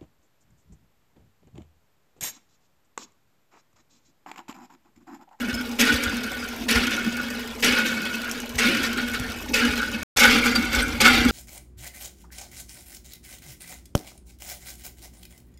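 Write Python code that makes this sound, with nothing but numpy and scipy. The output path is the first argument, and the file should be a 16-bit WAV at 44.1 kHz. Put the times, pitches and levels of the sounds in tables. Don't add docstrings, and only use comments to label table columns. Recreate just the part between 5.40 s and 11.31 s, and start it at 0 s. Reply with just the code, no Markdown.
import sys
import numpy as np
from scipy import signal
from scipy.fft import rfft, irfft
from scipy.io import wavfile
from scipy.ndimage import uniform_filter1d, map_coordinates

SR = 44100
rng = np.random.default_rng(int(sys.argv[2]) if len(sys.argv) > 2 else 0)


def inscribe(sig):
    pcm = np.round(np.clip(np.atleast_2d(sig).T, -1, 1) * 32767)
    wavfile.write(sys.argv[1], SR, pcm.astype(np.int16))


N = 260631
TIME = np.arange(N) / SR
BINS = np.fft.rfftfreq(16384, 1 / SR)

# (t/s, gush level/dB, gush hold/s, dribble level/dB,
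# spray slap level/dB, basin ring level/dB, hollow gurgle level/dB, hollow opening time/s)
PUMP_STROKES = [(-.55, -24.5, .045, -32, -25, -26, -21.5, .04),
                (0.386, -20, 0.041, -33.5, -21, -29.5, -28.5, 0.017),
                (1.282, -21, 0.043, -32.5, -24.5, -29, -27.5, 0.022),
                (2.223, -19.5, 0.045, -32, -22, -27.5, -27.5, 0.02),
                (3.179, -22, 0.092, -32, -24.5, -28, -27.5, 0.078),
                (4.131, -21.5, .045, -35.5, -24.5, -30, -29.5, .04),
                (4.765, -18.5, 0.15, -27.5, -17.5, -25, -22, 0.054),
                (5.6, -17, 0.098, -33.5, -23.5, -26, -21.5, 0.021)]
# (start t/s, time to peak/s, splash level/dB, spray level/dB)
WATER_SLUGS = [(.09, .01, -30.5, -45), (.465, 0.013, -27.5, -32), (.515, .012, -28.5, -31.5),
               (.628, .013, -28.5, -35), (1.195, .025, -39.5, -56), (1.345, .014, -22.5, -36),
               (1.504, 0.026, -27.5, -34.5), (1.93, 0.014, -39.5, -43), (2.193, .007, -39, -33),
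               (2.367, .012, -24, -41), (2.453, .014, -25.5, -32), (2.644, .02, -30.5, -54),
               (2.737, .009, -30, -34), (3.144, 0.012, -36.5, -36.5), (3.428, .017, -24.5, -33),
               (3.572, 0.022, -28.5, -44), (3.733, 0.016, -28.5, -41), (4.078, .012, -39, -37),
               (4.358, 0.015, -29.5, -39), (4.527, 0.013, -30, -46.5), (4.791, 0.023, -18, -23.5),
               (4.821, 0.02, -15.5, -27.5), (4.901, 0.017, -22, -25), (5.025, 0.036, -25, -32),
               (5.152, 0.008, -24.5, -36), (5.313, 0.034, -24.5, -34), (5.371, 0.027, -24, -35.5),
               (5.644, .016, -13.5, -23), (5.729, .016, -21, -32), (5.87, .012, -32.5, -30.5)]
# (peak t/s, level/dB)
AIR_GULPS = [(.03, -38), (.105, -45), (.19, -35), (.495, -21), (.678, -27), (.868, -35), (.94, -36),
             (1.038, -34.5), (1.375, -29), (1.585, -29), (1.8, -29), (1.945, -41), (2.384, -25.5),
             (2.869, -32.5), (3.235, -28), (3.593, -29), (3.755, -30.5), (4.236, -22.5), (4.416, -24),
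             (4.857, -14), (5.065, -25), (5.168, -31), (5.37, -26.5), (5.433, -26), (5.667, -14)]
# (peak t/s, half length/s, level/dB)
HOLLOW_GLUGS = [(.44, 0.033, -23.5), (.515, 0.02, -25), (.72, 0.014, -27.5), (1.248, 0.047, -31.5),
                (1.675, 0.013, -22), (2.275, .02, -29), (2.335, 0.022, -39), (2.45, .028, -31.5),
                (2.792, .025, -34), (3.298, 0.034, -23.5), (3.377, 0.031, -26), (3.55, .025, -30),
                (3.635, 0.038, -36), (4.117, 0.017, -26), (4.245, 0.029, -24.5), (4.55, .025, -33),
                (4.84, 0.021, -23), (4.955, 0.022, -24), (5.197, 0.021, -22.5), (5.865, 0.014, -20)]
# (f/Hz, width/Hz, lift on easy strokes/dB, lift on hard strokes/dB)
BASIN_WALLS = [(793, 200, 12, 21.5), (1195, 13, 3, 18.5), (1328, 44, -2.5, 12.5), (1805, 13, 12, -23),
               (2087, 93, 0.5, 7), (2210, 61, 7.5, 12.5), (2332, 45, 5.5, 8.5), (2570, 33, 10.5, -10),
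               (2930, 11, 13, -44), (3467, 70, 1.5, 7), (4694, 81, 4, 10)]
# (f/Hz, width/Hz, level/dB)
BASIN_RING = [(1488.4, 74, 3.5), (1462, 140, 9.5), (1620, 85, 2)]
# (f/Hz, width/Hz, level/dB)
BASIN_BODY = [(311.6, 40, -9), (451.4, 80, 0.5), (535, 51, -3.5)]
# (f/Hz, width/Hz, level/dB)
HOLLOW_MODES = [(238.4, 23.8, -3), (291, 130, -18.5)]
# (f/Hz, level/dB)
SPLASH_COLOUR = [(300, -28), (650, -24.5), (1000, -11), (1300, -8), (1800, -1), (2650, 1.5), (3300, 0),
                 (4500, -4), (5500, -7.5), (6500, -15), (8500, -17), (16000, -25.5)]
# (f/Hz, level/dB)
SPRAY_COLOUR = [(2500, -34), (5000, 5.5), (6600, 4), (7900, -1), (8600, -5.5), (11000, -5), (12400, -1.5),
                (13800, -10), (15500, -20.5), (16500, -18)]
# (f/Hz, level/dB)
CRISP_LIFT = [(4000, -17.5), (8000, -7.5), (12000, -6), (14500, 4.5), (16000, 8.5)]
# (f/Hz, level/dB)
RUMBLE_COLOUR = [(15, -34.5), (30, -16), (48, 6), (90, 0), (130, -6.5), (190, -22), (300, -51.5)]
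# (t/s, level/dB)
RUMBLE_SWELL = [(0, -52.5), (1.3, -49), (2.8, -54.5), (3.9, -45), (4.6, -46), (5.9, -35.5)]
# (t/s, peak level/dB)
PUMP_BUMPS = [(0.128, -38), (0.53, -33), (0.657, -35), (1.349, -29.5), (2.298, -41), (3.142, -37),
              (3.79, -34.5), (4.279, -35), (4.86, -35), (5.366, -30), (5.779, -31), (5.875, -29)]
# (t/s, level/dB, f/Hz, length/s, glide as a share of the pitch)
PUMP_CHIRPS = [(0.139, -28.5, 5260, 0.021, -0.03), (0.177, -35, 5170, 0.044, .03),
               (0.987, -40, 5000, 0.069, -0.042), (1.085, -48.5, 5400, 0.066, -0.043),
               (5.151, -21, 4694, 0.033, -0.0032), (5.421, -27.5, 8700, 0.017, -0.0024)]
# (t/s, peak level/dB, decay/s)
FAT_DROPS = [(.142, -17.5, 0.0034), (.632, -30, 0.0058), (.835, -19, 0.0022), (1.903, -20, .0015),
             (2.913, -8, 0.0014), (3.002, -16, .002), (3.432, -14, 0.0034), (3.736, -15, 0.0092),
             (5.152, -9.5, 0.017)]
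# (start t/s, end t/s)
DROPOUT = (4.633, 4.762)

ATTACK_S, GUSH_FALL_DB_PER_S = .007, 55.5
DRIBBLE_FALL_DB_PER_S, DRY_AFTER_S, DRY_FALL_DB_PER_S = 6, 0.73, 27.5
SLAP_ATTACK_S, SLAP_FALL_DB_PER_S = 0.0082, 199
MIST_DB, MIST_GROWTH = -40, 0.43
RING_RISE_S, RING_FALL_DB_PER_S, RING_DRY_DB_PER_S = 0.031, 16, 47.5
HOLLOW_FALL_DB_PER_S = 15
GULP_HALF_S = .019
GATHER_S, GATHER_HALF_S, GATHER_DB = 0.0092, 0.015, -1.5
EDGE_HZ = 15600


def amp(db):
    return 10 ** (np.asarray(db) / 20)


def evened(x):
    return x / np.sqrt(np.mean(x ** 2) + 1e-20)


def steadied(x, seconds):
    size = max(int(seconds * SR), 2)
    power = uniform_filter1d(uniform_filter1d(x ** 2, size), size)
    return x / np.sqrt(abs(power) + 1e-12)


def level(curve):
    return amp(np.interp(TIME, *np.transpose(curve)))


def read(points):
    hz, db = np.transpose(points)
    return np.interp(np.log(BINS + 1), np.log(hz), db)


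def peak(hz, width):
    return 1 / (1 + (2 * (BINS - hz) / width) ** 2)


def resonances(modes):
    power = sum((amp(db) * peak(hz, width)) ** 2 for hz, width, db in modes)
    return 10 * np.log10(power)


def ring(x, db):
    log_gain = np.log(amp(np.maximum(db - db.max(), -90)))
    circle = np.concatenate([log_gain, log_gain[-2:0:-1]])
    response = np.fft.ifft(np.exp(np.conj(signal.hilbert(circle)))).real
    return signal.oaconvolve(x, response[:len(BINS) // 2])[:len(x)]


def wander(hz):
    f = np.fft.rfftfreq(N, 1 / SR)
    spectrum = rfft(rng.standard_normal(N)) / (1 + (f / hz) ** 2)
    return evened(irfft(spectrum, N))


def add(mix, s, sound):
    part = mix[max(round(s * SR), 0):][:len(sound)]
    part += sound[:len(part)]


def slosh(x, depth_s, rate_hz):
    warped = TIME + depth_s * wander(rate_hz)
    return map_coordinates(x, [warped * SR], order=3, mode="reflect")


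def mottled(x, patchy_db, count, size):
    _, _, z = signal.stft(x, SR, nperseg=512, noverlap=384)
    patches = rng.standard_normal(z.shape[::-1])
    patches = uniform_filter1d(patches, count, axis=0)
    patches = evened(uniform_filter1d(patches, size, axis=1)).T
    gain = evened(amp(patchy_db * patches))
    return signal.istft(z * gain, SR, nperseg=512, noverlap=384)[1][:N]


def drop_sizes(spread_db):
    return amp(spread_db * np.minimum(rng.exponential(1, N), 4))


def spurt(start, db, attack_s, hold_s, fall_db_per_s, dry_db_per_s):
    age = np.maximum(TIME - start, 0)
    fallen = fall_db_per_s * np.maximum(age - hold_s, 0)
    fallen = fallen + dry_db_per_s * np.maximum(age - DRY_AFTER_S, 0)
    return (np.minimum(age / attack_s, 1) * amp(db - np.minimum(fallen, 200))) ** 2


def swell(s, half_s, db):
    return amp(db) ** 2 * np.exp(-np.minimum(((TIME - s) / half_s) ** 2, 100))


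def slug(start, peak_s, db):
    u = np.clip((TIME - start) / peak_s, 0, 10)
    return (amp(db) * u) ** 2 * np.exp(1 - u ** 2)


def pumping():
    flow, spray, ringing, gurgle = np.zeros((4, N))
    for s, gush_db, hold_s, dribble_db, slap_db, ring_db, gurgle_db, open_s in PUMP_STROKES:
        flow *= amp(GATHER_DB * swell(s - GATHER_S, GATHER_HALF_S, 0)) ** 2
        flow += spurt(s, gush_db, ATTACK_S, hold_s, GUSH_FALL_DB_PER_S, 0)
        flow += spurt(s, dribble_db, ATTACK_S, 0, DRIBBLE_FALL_DB_PER_S, DRY_FALL_DB_PER_S)
        spray += spurt(s, slap_db, SLAP_ATTACK_S, 0, SLAP_FALL_DB_PER_S, 0)
        ringing += spurt(s, ring_db, RING_RISE_S, 0, RING_FALL_DB_PER_S, RING_DRY_DB_PER_S)
        gurgle += spurt(s, gurgle_db, open_s, 0, HOLLOW_FALL_DB_PER_S, 0)
    gathering = sum(swell(s - GATHER_S, GATHER_HALF_S, 0) for s, *_ in WATER_SLUGS)
    flow *= amp(GATHER_DB * gathering) ** 2
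    spray += (amp(MIST_DB) * evened(np.sqrt(flow)) ** MIST_GROWTH) ** 2
    for s, peak_s, splash_db, spray_db in WATER_SLUGS:
        flow += slug(s, peak_s, splash_db)
        spray += slug(s, peak_s, spray_db)
    ringing += sum(swell(s, GULP_HALF_S, db) for s, db in AIR_GULPS)
    gurgle += sum(swell(*glug) for glug in HOLLOW_GLUGS)
    return np.sqrt([flow, spray, ringing, gurgle])


def patter(per_s, spread_db, burst_s, mist):
    size = drop_sizes(spread_db) * (rng.random(N) < per_s / SR)
    power = signal.lfilter([1], [1, -np.exp(-1 / (burst_s * SR))], size ** 2)
    power = power / (uniform_filter1d(power, size=8000) + 1e-9)
    return np.sqrt(abs(power) + abs(mist)) * rng.standard_normal(N)


def froth(per_s, low_hz, high_hz, cycles, spread_db, count):
    born = np.flatnonzero(rng.random(N) < per_s / SR)
    size = drop_sizes(spread_db)[born]
    kind = rng.integers(0, count, N)[born]
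    out = np.zeros(N)
    for k, hz in enumerate(np.geomspace(low_hz, high_hz, count)):
        age = np.arange(0, 5, hz / (cycles * SR))
        tone = np.sin(2 * np.pi * cycles * age * (1 + 0.018 * age))
        tone = tone * np.exp(-age) * np.sqrt(hz / low_hz)
        for at, height in zip(born[kind == k], size[kind == k]):
            add(out, at / SR, height * tone)
    return out


def splash(impacts, droplets, density):
    bubbles = steadied(froth(1800 * density, 1075.4, 6600, cycles=8, spread_db=1.5, count=60), 0.16)
    drive = mottled(impacts + .3 * droplets + .6 * bubbles, patchy_db=2.2, count=8, size=4)
    colour = read(SPLASH_COLOUR)
    easy = colour + sum(db * peak(hz, width) for hz, width, db, _ in BASIN_WALLS)
    hard = colour + sum(db * peak(hz, width) for hz, width, _, db in BASIN_WALLS)
    both = np.where(TIME < DROPOUT[1], ring(drive, easy), ring(drive, hard))
    return amp(-1.14) * steadied(both, 0.038)


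def churn(flow):
    cloud = steadied(froth(3500, 2150, 2900, cycles=6.4, spread_db=1, count=24), 0.023)
    return amp(-10) * np.minimum(flow / amp(-20), 1) * cloud


def spatter(droplets, density):
    fizz = steadied(froth(800 * density, 4500, 15000, cycles=3.1, spread_db=0.0, count=30), .2)
    mist = mottled(droplets + .5 * fizz, patchy_db=2.5, count=6, size=9)
    soft = ring(mist, read(SPRAY_COLOUR))
    crisp = ring(mist, read(SPRAY_COLOUR) + read(CRISP_LIFT))
    return steadied(soft + 0.37 * crisp / density, 0.095)


def basin_ring(impacts):
    basin = slosh(ring(impacts, resonances(BASIN_RING)), depth_s=.00008, rate_hz=5.5)
    return steadied(basin, .07) * evened(amp(0.57 * wander(hz=22)))


def hollow_gurgle(impacts):
    hollow = slosh(ring(impacts, resonances(HOLLOW_MODES)), depth_s=.00035, rate_hz=6)
    return steadied(hollow, 0.059)


def stream():
    flow, spray, ringing, gurgle = pumping()
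    density = evened(flow) ** 0.71
    lumps = wander(hz=45)
    impacts = patter(1300 * density, spread_db=3.0, burst_s=0.0053, mist=1.0) * amp(1.7 * lumps)
    droplets = patter(330 * density, spread_db=6.0, burst_s=.0012, mist=.17) * amp(2.2 * lumps)
    body = steadied(ring(impacts, resonances(BASIN_BODY)), 0.024)
    body = amp(-11.5) * density ** -.25 * body
    out = flow * (splash(impacts, droplets, density) + churn(flow) + body)
    out += spray * spatter(droplets, density)
    return out + ringing * basin_ring(impacts) + gurgle * hollow_gurgle(impacts)


def burble():
    return amp(-44.0) * steadied(froth(380, 264, 1145, cycles=2.8, spread_db=2.0, count=30), .2)


def rumble():
    bumps, t = np.zeros(N), TIME[:8192]
    for s, db in PUMP_BUMPS:
        burst = rng.standard_normal(len(t)) * np.exp(-t / 0.016)
        thud = ring(burst, read(RUMBLE_COLOUR))
        add(bumps, s, amp(db) * thud / abs(thud).max())
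    bed = steadied(ring(rng.standard_normal(N), read(RUMBLE_COLOUR)), 0.15)
    return amp(3.5) * level(RUMBLE_SWELL) * bed + amp(9.5) * bumps


def chirps():
    out = np.zeros(N)
    for s, db, hz, length, glide in PUMP_CHIRPS:
        u = np.linspace(0, 1, int(length * SR))
        phase = 2 * np.pi * np.cumsum(hz * (1 + glide * u)) / SR
        add(out, s, amp(db) * np.sin(np.pi * u ** 0.51) * np.sin(phase))
    return slosh(out, depth_s=.00002, rate_hz=99)


def drips():
    smacks, t = np.zeros(N), TIME[:8192]
    for s, db, decay in FAT_DROPS:
        burst = rng.standard_normal(len(t)) * (1 - np.exp(-t / 0.00011)) * np.exp(-t / decay)
        smack = ring(burst, read(SPRAY_COLOUR))
        smack = smack + decay / 0.0079 * ring(burst, read(SPLASH_COLOUR))
        add(smacks, s, amp(db) * smack / abs(smack).max())
    return amp(-7.0) * smacks


def surroundings(x, t60, wet_db, count):
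    t, wet = TIME[:SR // 4], np.zeros(N)
    shares = np.array([wander(hz=3.1) for _ in range(count)])
    for share in shares / np.linalg.norm(shares, axis=0):
        decay = np.exp(-np.log(1000) * t / t60)
        tail = rng.standard_normal(len(t)) * decay * (t > .002)
        wet += signal.oaconvolve(x * share, tail / np.linalg.norm(tail))[:N]
    return x + amp(wet_db) * wet


def scene():
    water = stream() + burble() + chirps() + drips()
    return (surroundings(water, t60=0.052, wet_db=-7.0, count=5) + rumble())[None]


def record(dry):
    live = (TIME < DROPOUT[0]) | (TIME > DROPOUT[1])
    cut = np.clip(dry * uniform_filter1d(live * 1., size=40), -1, 1)
    lowpass = signal.firwin(255, EDGE_HZ, window=("kaiser", 9), fs=SR)
    return signal.oaconvolve(cut, lowpass[None], "same")


dry = scene()
out = record(dry)
inscribe(out)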